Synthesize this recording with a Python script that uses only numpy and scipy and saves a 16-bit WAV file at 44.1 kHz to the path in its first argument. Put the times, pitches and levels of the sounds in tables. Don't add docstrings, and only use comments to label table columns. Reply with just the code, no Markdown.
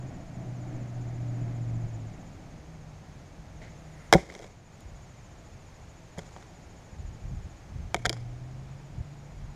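import sys
import numpy as np
from scipy import signal
from scipy.fft import rfft, irfft, next_fast_len
from scipy.io import wavfile
from scipy.ndimage import minimum_filter1d, map_coordinates

SR = 44100
rng = np.random.default_rng(int(sys.argv[2]) if len(sys.argv) > 2 else 0)


def unload_audio(sound):
    columns = np.transpose(np.atleast_2d(sound))
    steps = np.round(np.clip(columns, -1, 1) * 32767)
    wavfile.write(sys.argv[1], SR, steps.astype(np.int16))


N = 421155


def amp(db):
    return 10 ** (np.asarray(db) / 20)


def unit(x):
    return x / np.sqrt(np.mean(x ** 2) + 1e-20)


def along(spectrum, hz):
    knots_hz, level_db = np.transpose(spectrum)
    return np.interp(np.log(hz + 1), np.log(knots_hz + 1), level_db)


def curves(rows):
    times, *columns = np.transpose(rows)
    return [np.interp(np.arange(N) / SR, times, column) for column in columns]


def wobble(rate_hz):
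    knots = rng.standard_normal(int(N * rate_hz / SR) + 4)
    return map_coordinates(knots, [np.arange(N) * rate_hz / SR])


def noise(spectrum, size=N):
    padded = next_fast_len(size + 8192)
    gain = amp(along(spectrum, np.fft.rfftfreq(padded, 1 / SR)))
    return unit(irfft(rfft(rng.standard_normal(padded)) * gain, padded)[:size])


def envelope(start, end, rise_db_per_s, fall_db_per_s, size=N):
    t = np.arange(size) / SR
    return amp(-rise_db_per_s * np.maximum(start - t, 0) - fall_db_per_s * np.maximum(t - end, 0))


def minimum_phase(gain_db):
    cepstrum = irfft(np.log(amp(gain_db)))
    half = len(cepstrum) // 2
    cepstrum[1:half] *= 2
    cepstrum[half + 1:] = 0
    return irfft(np.exp(rfft(cepstrum)))


def add(track, start_s, sound):
    span = track[max(round(start_s * SR), 0):][:len(sound)]
    span += sound[:len(span)]


# peak_s, half_length_s, level_db
WIND_PUFFS = [(1.83, .1, -46), (2.9, 1.3, -56), (4.903, .08, -47), (7.033, 0.071, -37.5),
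              (7.319, 0.17, -36.5), (7.792, 0.074, -38), (8.253, 0.49, -47.5), (8.998, 0.053, -42),
              (9.41, 0.094, -41)]
# frequency_hz, density_db
BUFFET_SPECTRUM = [(12, -35), (32, 1.5), (90, 0), (140, -5), (220, -16.5), (400, -32.5), (1200, -68.5)]
HUSH_SPECTRUM = [(12, -16), (22, -5.5), (110, -2.5), (180, -8), (230, -14), (450, -17.5), (760, -16.5),
                 (1020, -22), (1500, -25.5), (2300, -26.5), (2800, -31), (4000, -33.5), (5500, -33.5),
                 (7000, -34), (8000, -42), (11000, -48.5), (15500, -56)]

def wind(calm_db=-61, hush_db=-49.5):
    t = np.arange(N) / SR
    puffs = sum(amp(db) * np.exp(-((t - peak) / half) ** 2) for peak, half, db in WIND_PUFFS)
    buffet = (amp(calm_db) + puffs) * amp(2.0 * wobble(22)) * noise(BUFFET_SPECTRUM)
    hush = amp(hush_db + 0.22 * wobble(4.1)) * noise(HUSH_SPECTRUM)
    return buffet + hush


# firing_multiple, level_db
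ENGINE_ORDERS = [(1, 3.5), (1.4, -13), (2, -20.5), (2.4, -16.5), (3, -23), (5, -31), (6, -36)]

def drone(spell, overtones_db, drift_hz=0.4, fade_db_per_s=216):
    firing_hz, level_db = curves(spell)
    phase = 2 * np.pi * np.cumsum(firing_hz + drift_hz * wobble(10)) / SR
    tone = np.zeros(N)
    for order, db in ENGINE_ORDERS:
        waver_db = np.sqrt(order) * wobble(40)
        tone += amp(db + overtones_db * (order > 1) + waver_db) * np.sin(order * phase)
    fade = envelope(spell[0][0], spell[-1][0], fade_db_per_s, fade_db_per_s)
    return amp(level_db) * fade * unit(tone)


# time_s, firing_hz, level_db
OPENING_SPELL = [(0, 126.2, -38.5), (.09, 124.8, -42)]
EASING_SPELL = [(0.38, 123.0, -38.5), (0.45, 122.8, -39.5), (0.886, 121.0, -37.5), (1.418, 118.9, -32),
                (1.534, 118.4, -34.5), (1.806, 116, -31.5), (1.912, 113.5, -38), (2.08, 109.8, -38.5),
                (2.1, 109.6, -46)]
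LATE_SPELLS = [
    [(2.7, 159.3, -48.5), (3.274, 143.1, -59), (3.368, 155.5, -55.5), (4.0, 153.0, -52)],
    [(8.0, 117.4, -39.5), (8.25, 119.8, -38.5), (8.876, 141.1, -47.5), (9.55, 144.8, -52)],
]
# time_s, level_db
ROAR_COURSE = [(0, -44), (.35, -42), (1.5, -42), (3, -53.5), (3.8, -52.5), (4.4, -63.5), (7.8, -60),
               (8.1, -51), (9.55, -56)]
# frequency_hz, density_db
ROAR_SPECTRUM = [(30, -3.5), (80, -7), (160, 1.5), (210, -7), (300, -7), (430, -21.5), (680, -12.5),
                 (1000, -29.5), (2200, -31), (5000, -66)]

def engine():
    early = sum(drone(spell, overtones_db=0.5) for spell in [OPENING_SPELL, EASING_SPELL])
    late = sum(drone(spell, overtones_db=-7.5) for spell in LATE_SPELLS)
    roar_db, = curves(ROAR_COURSE)
    roar = amp(roar_db + 1.3 * wobble(7.4)) * noise(ROAR_SPECTRUM)
    return early + late + roar


# start_s, end_s, chirp_rate_hz, top_hz, end_hz, level_db
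INSECT_SONGS = [(0, 2.38, 15, 7020, 6600, -70), (2.42, 3.6, 13.3, 6800, 6450, -76),
                (3.62, 7.6, 13.7, 6970, 6566, -70), (7.4, 7.2, 10, 6450, 6100, -73.5),
                (8.3, 9.55, 15, 6900, 6580, -74), (0, 8.45, 16, 6373, 6237, -75.5)]

def insects(duty=0.61, crest=0.095, rasp=0.34, scatter_db=1.5):
    t, out = np.arange(N) / SR, np.zeros(N)
    for start, end, rate_hz, top_hz, end_hz, db in INSECT_SONGS:
        cycles = (t - start) * rate_hz + 0.057 * wobble(1.8)
        stroke = np.minimum(cycles % 1 / duty, 1)
        fall = ((stroke - crest) / (1 - crest)) ** 2
        pitch_hz = top_hz + (end_hz - top_hz) * (fall + rasp * wobble(900))
        tone = unit(np.sin(2 * np.pi * np.cumsum(pitch_hz) / SR))
        swell = unit(np.sqrt(np.abs(np.sin(np.pi * stroke)))) * (t > start) * (t < end)
        out += amp(db + scatter_db * wobble(17)) * swell * tone
    return out


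# delay_s, relative_db, fall_db_per_s
REFLECTIONS = [(0.0046, 17.5, 400), (.078, 3, 350), (0.027, 7.5, 52.5)]
# frequency_hz, density_db
ECHO_SPECTRUM = [(80, -19.5), (300, 2), (800, -8.5), (1400, -10.5), (2200, 1.5), (4000, -4.5), (6800, -1),
                 (10000, -2), (15000, -3.5)]

def yard_echo(source, echo_db, lumps_db=4.0, size=30000):
    fade = sum(amp(db) * envelope(delay, delay, rise_db_per_s=601, fall_db_per_s=fall, size=size)
               for delay, db, fall in REFLECTIONS)
    tail = noise(ECHO_SPECTRUM, size) * fade * amp(lumps_db * wobble(90))[:size]
    return amp(echo_db) * signal.fftconvolve(source, tail / np.linalg.norm(tail))[:N]


def flight(peak_s=4.05, level_db=-59):
    hiss = noise([(300, -7.0), (2000, 11), (3000, -8), (8000, -11.5), (9800, -9.0), (14000, -25)])
    return amp(level_db) * envelope(peak_s, peak_s, rise_db_per_s=55, fall_db_per_s=107) * hiss


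# frequency_hz, density_db
BOW_SPECTRUM = [(200, -7), (700, 5), (1300, -13), (2100, 4), (2700, -11.5), (3900, -12), (7000, -20),
                (14000, -44)]

def bow(release_s=3.618, level_db=-48.5):
    slap = envelope(release_s, release_s, rise_db_per_s=5000, fall_db_per_s=150)
    return amp(level_db) * slap * noise(BOW_SPECTRUM)


# start_s, end_s, level_db
RUB_SPANS = [(4.145, 4.155, -41), (4.29, 4.31, -48), (4.355, 4.442, -49.5), (6.178, 6.183, -52),
             (6.253, 6.428, -57.5)]
# frequency_hz, density_db
RUB_SPECTRUM = [(150, 5), (450, 11), (800, 7.5), (1500, -1.5), (2250, 2), (2700, -11.5), (3400, -4.5),
                (4300, -7), (6800, -3.5), (9000, -17), (15000, -31)]

def rubbing(grain=0.46):
    rubs = [amp(db) * envelope(start, end, rise_db_per_s=1500, fall_db_per_s=125)
            for start, end, db in RUB_SPANS]
    scrape = unit((1 + grain * wobble(350)) * noise(RUB_SPECTRUM))
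    return np.max(rubs, axis=0) * scrape


def snap(spectrum, tilt_db_per_octave, ping_hz, crunch, crunch_t60_s, ping_db=6, size=2048):
    t, hz = np.arange(size) / SR, np.fft.rfftfreq(size, 1 / SR)
    force = crunch * rng.standard_normal(size) * amp(-60 * t / crunch_t60_s)
    force[0] = 1
    octaves = np.log2(np.maximum(hz, 500) / 500)
    ping = np.exp(-(np.log2((hz + 1) / ping_hz) / 0.27) ** 2)
    response = minimum_phase(along(spectrum, hz) + tilt_db_per_octave * octaves + ping_db * ping)
    click = signal.fftconvolve(force, response)[:size]
    return -click / np.linalg.norm(click) * np.sqrt(0.002 * SR)


# pitch_hz, level_db, t60_s
TARGET_MODES = [(55, -14, 0.12), (169.5, -2.5, 0.07), (337, -5.5, 0.063), (387, -9, 0.095),
                (435.6, -7, 0.069), (555, 0.5, 0.041), (670, -2.5, 0.05), (765, -13, 0.076),
                (960, -5, 0.03), (1444, -9, 0.042), (1810, -12, .03), (2140, -2.5, 0.027)]

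def thud(corner_hz, attack_s=0.002, scatter_db=5.0):
    t = np.arange(SR // 3) / SR
    hz, db, t60_s = np.transpose(TARGET_MODES)[:, :, None]
    strength = amp(db + scatter_db * rng.standard_normal(hz.shape)) / np.sqrt(1 + (hz / corner_hz) ** 4)
    signs = (-1) ** np.arange(len(hz))[:, None]
    modes = signs * strength * amp(-60 * t / t60_s) * np.sin(2 * np.pi * hz * t)
    return modes.sum(axis=0) * (1 - np.exp(-t / attack_s))


def blows(contacts, spectrum, crunch, crunch_t60_s, travel_s=0.0028):
    out = np.zeros(N)
    for start, snap_db, tilt, ping_hz, thud_db in contacts:
        add(out, start, amp(snap_db) * snap(spectrum, tilt, ping_hz, crunch, crunch_t60_s))
        corner_hz = 900 * 2 ** (0.2 * tilt)
        add(out, start + travel_s, amp(thud_db) * thud(corner_hz))
    return out


# start_s, snap_db, tilt_db_per_octave, ping_hz, thud_db
BOTTLE_KNOCKS = [(6.1775, -38.5, -9.5, 742, -25.5), (6.1847, -42, 6, 3340, -39),
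                 (6.1915, -37.5, 1.5, 1305, -42), (6.3641, -38, -3.5, 962, -44),
                 (6.4265, -47.5, 0.5, 3525, -51), (7.9445, -16.5, .3, 2020, -25.5),
                 (7.9637, -39, 3, 3360, -39), (8.0506, -32, -1, 2300, -52),
                 (8.0545, -16.5, -1.5, 1480, -41), (8.0590, -26.5, 5, 1800, -45),
                 (8.0616, -20.5, 1, 3400, -27), (8.0950, -20, 4.5, 5000, -30),
                 (8.1289, -31, 1.5, 5000, -41), (8.1674, -41.5, -6, 1400, -47)]
# frequency_hz, density_db
CLACK_SPECTRUM = [(80, -21), (330, -18.5), (730, -3), (980, -10.5), (1900, -7.5), (2280, -8.5),
                  (2700, -33.5), (3200, -10.5), (4200, -23), (4900, -17.5), (6200, -23.5), (7100, -15),
                  (8200, -35.5), (9600, -30.5), (16000, -56)]

def bottles(rebound_s=0.0043, rebound_db=-13):
    rebounds = [(start + rebound_s, snap_db + rebound_db, tilt, ping_hz, thud_db + rebound_db)
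                for start, snap_db, tilt, ping_hz, thud_db in BOTTLE_KNOCKS]
    return blows(BOTTLE_KNOCKS + rebounds, CLACK_SPECTRUM, crunch=0.18, crunch_t60_s=0.0092)


# start_s, snap_db, tilt_db_per_octave, ping_hz, thud_db
SHAFT_RATTLES = [(4.1807, -35, -3.5, 2200, -29), (4.3000, -35.5, -3, 2000, -47),
                 (4.3400, -44, 3, 6960, -62), (4.3508, -35.5, 1, 6000, -40), (4.3917, -42, 3, 700, -37.5),
                 (4.4277, -48, -1, 3500, -59), (4.4430, -37.5, -4.5, 900, -49), (4.4650, -54, 4, 7540, -75),
                 (4.8063, -55, 12, 10000, -74)]
# frequency_hz, density_db
CRACK_SPECTRUM = [(80, -34.5), (350, -4), (730, -4.5), (1150, -12.5), (1620, -8.5), (2150, -2), (2350, -11),
                  (2680, -26), (3300, -8.5), (4500, -22.5), (5400, -15), (8300, -28), (10800, -37),
                  (12500, -43), (16000, -53.5)]

def rattle():
    return blows(SHAFT_RATTLES, CRACK_SPECTRUM, crunch=0.32, crunch_t60_s=0.011)


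def strike(start_s=4.1270, jolt_gap_s=0.0091, tear_lead_s=0.0009, stop_s=4.1507):
    out = np.zeros(N)
    texture = dict(crunch=0.28, crunch_t60_s=0.016)
    for jolt in range(3):
        jolt_s = start_s + jolt * jolt_gap_s
        snap_db = -4 - 3.5 * jolt ** 1.9
        tear = snap(CRACK_SPECTRUM, tilt_db_per_octave=8, ping_hz=10500, **texture)
        crack = snap(CRACK_SPECTRUM, tilt_db_per_octave=-0.5 - 2 * jolt, ping_hz=704, **texture)
        add(out, jolt_s - tear_lead_s, amp(snap_db - 16) * tear)
        add(out, jolt_s, amp(snap_db) * crack)
        add(out, jolt_s, amp(-23.5 + 5 * jolt) * thud(corner_hz=880 * 0.8 ** jolt))
    add(out, stop_s, amp(-5) * thud(corner_hz=543))
    return out


def scene():
    arrow = strike() + rattle() + rubbing()
    knocks = bottles()
    echoes = yard_echo(arrow, echo_db=-22) + yard_echo(knocks, echo_db=-23.5)
    return (arrow + knocks + echoes + flight() + bow() + insects() + engine() + wind())[None]


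def gain_control(x, threshold_db=-12, slope=0.22, hold_s=0.525, ease_s=0.05):
    over_db = np.maximum(20 * np.log10(np.abs(x) + 1e-9) - threshold_db, 0)
    span = 2 * round(hold_s * SR / 2) + 1
    held_db = minimum_filter1d(-slope * over_db, span, origin=span // 2)
    ease = 1 / (ease_s * SR)
    return x * amp(signal.lfilter([ease], [1, ease - 1], held_db))


def record(dry, ceiling=1.05, top_hz=15300):
    compressed = gain_control(dry)
    clipped = compressed / (1 + np.abs(compressed / ceiling) ** 10) ** (1 / 10)
    padded = next_fast_len(N + SR)
    passband = np.fft.rfftfreq(padded, 1 / SR) < top_hz
    return irfft(rfft(clipped, padded) * passband, padded)[..., :N]


dry = scene()
out = record(dry)
unload_audio(out)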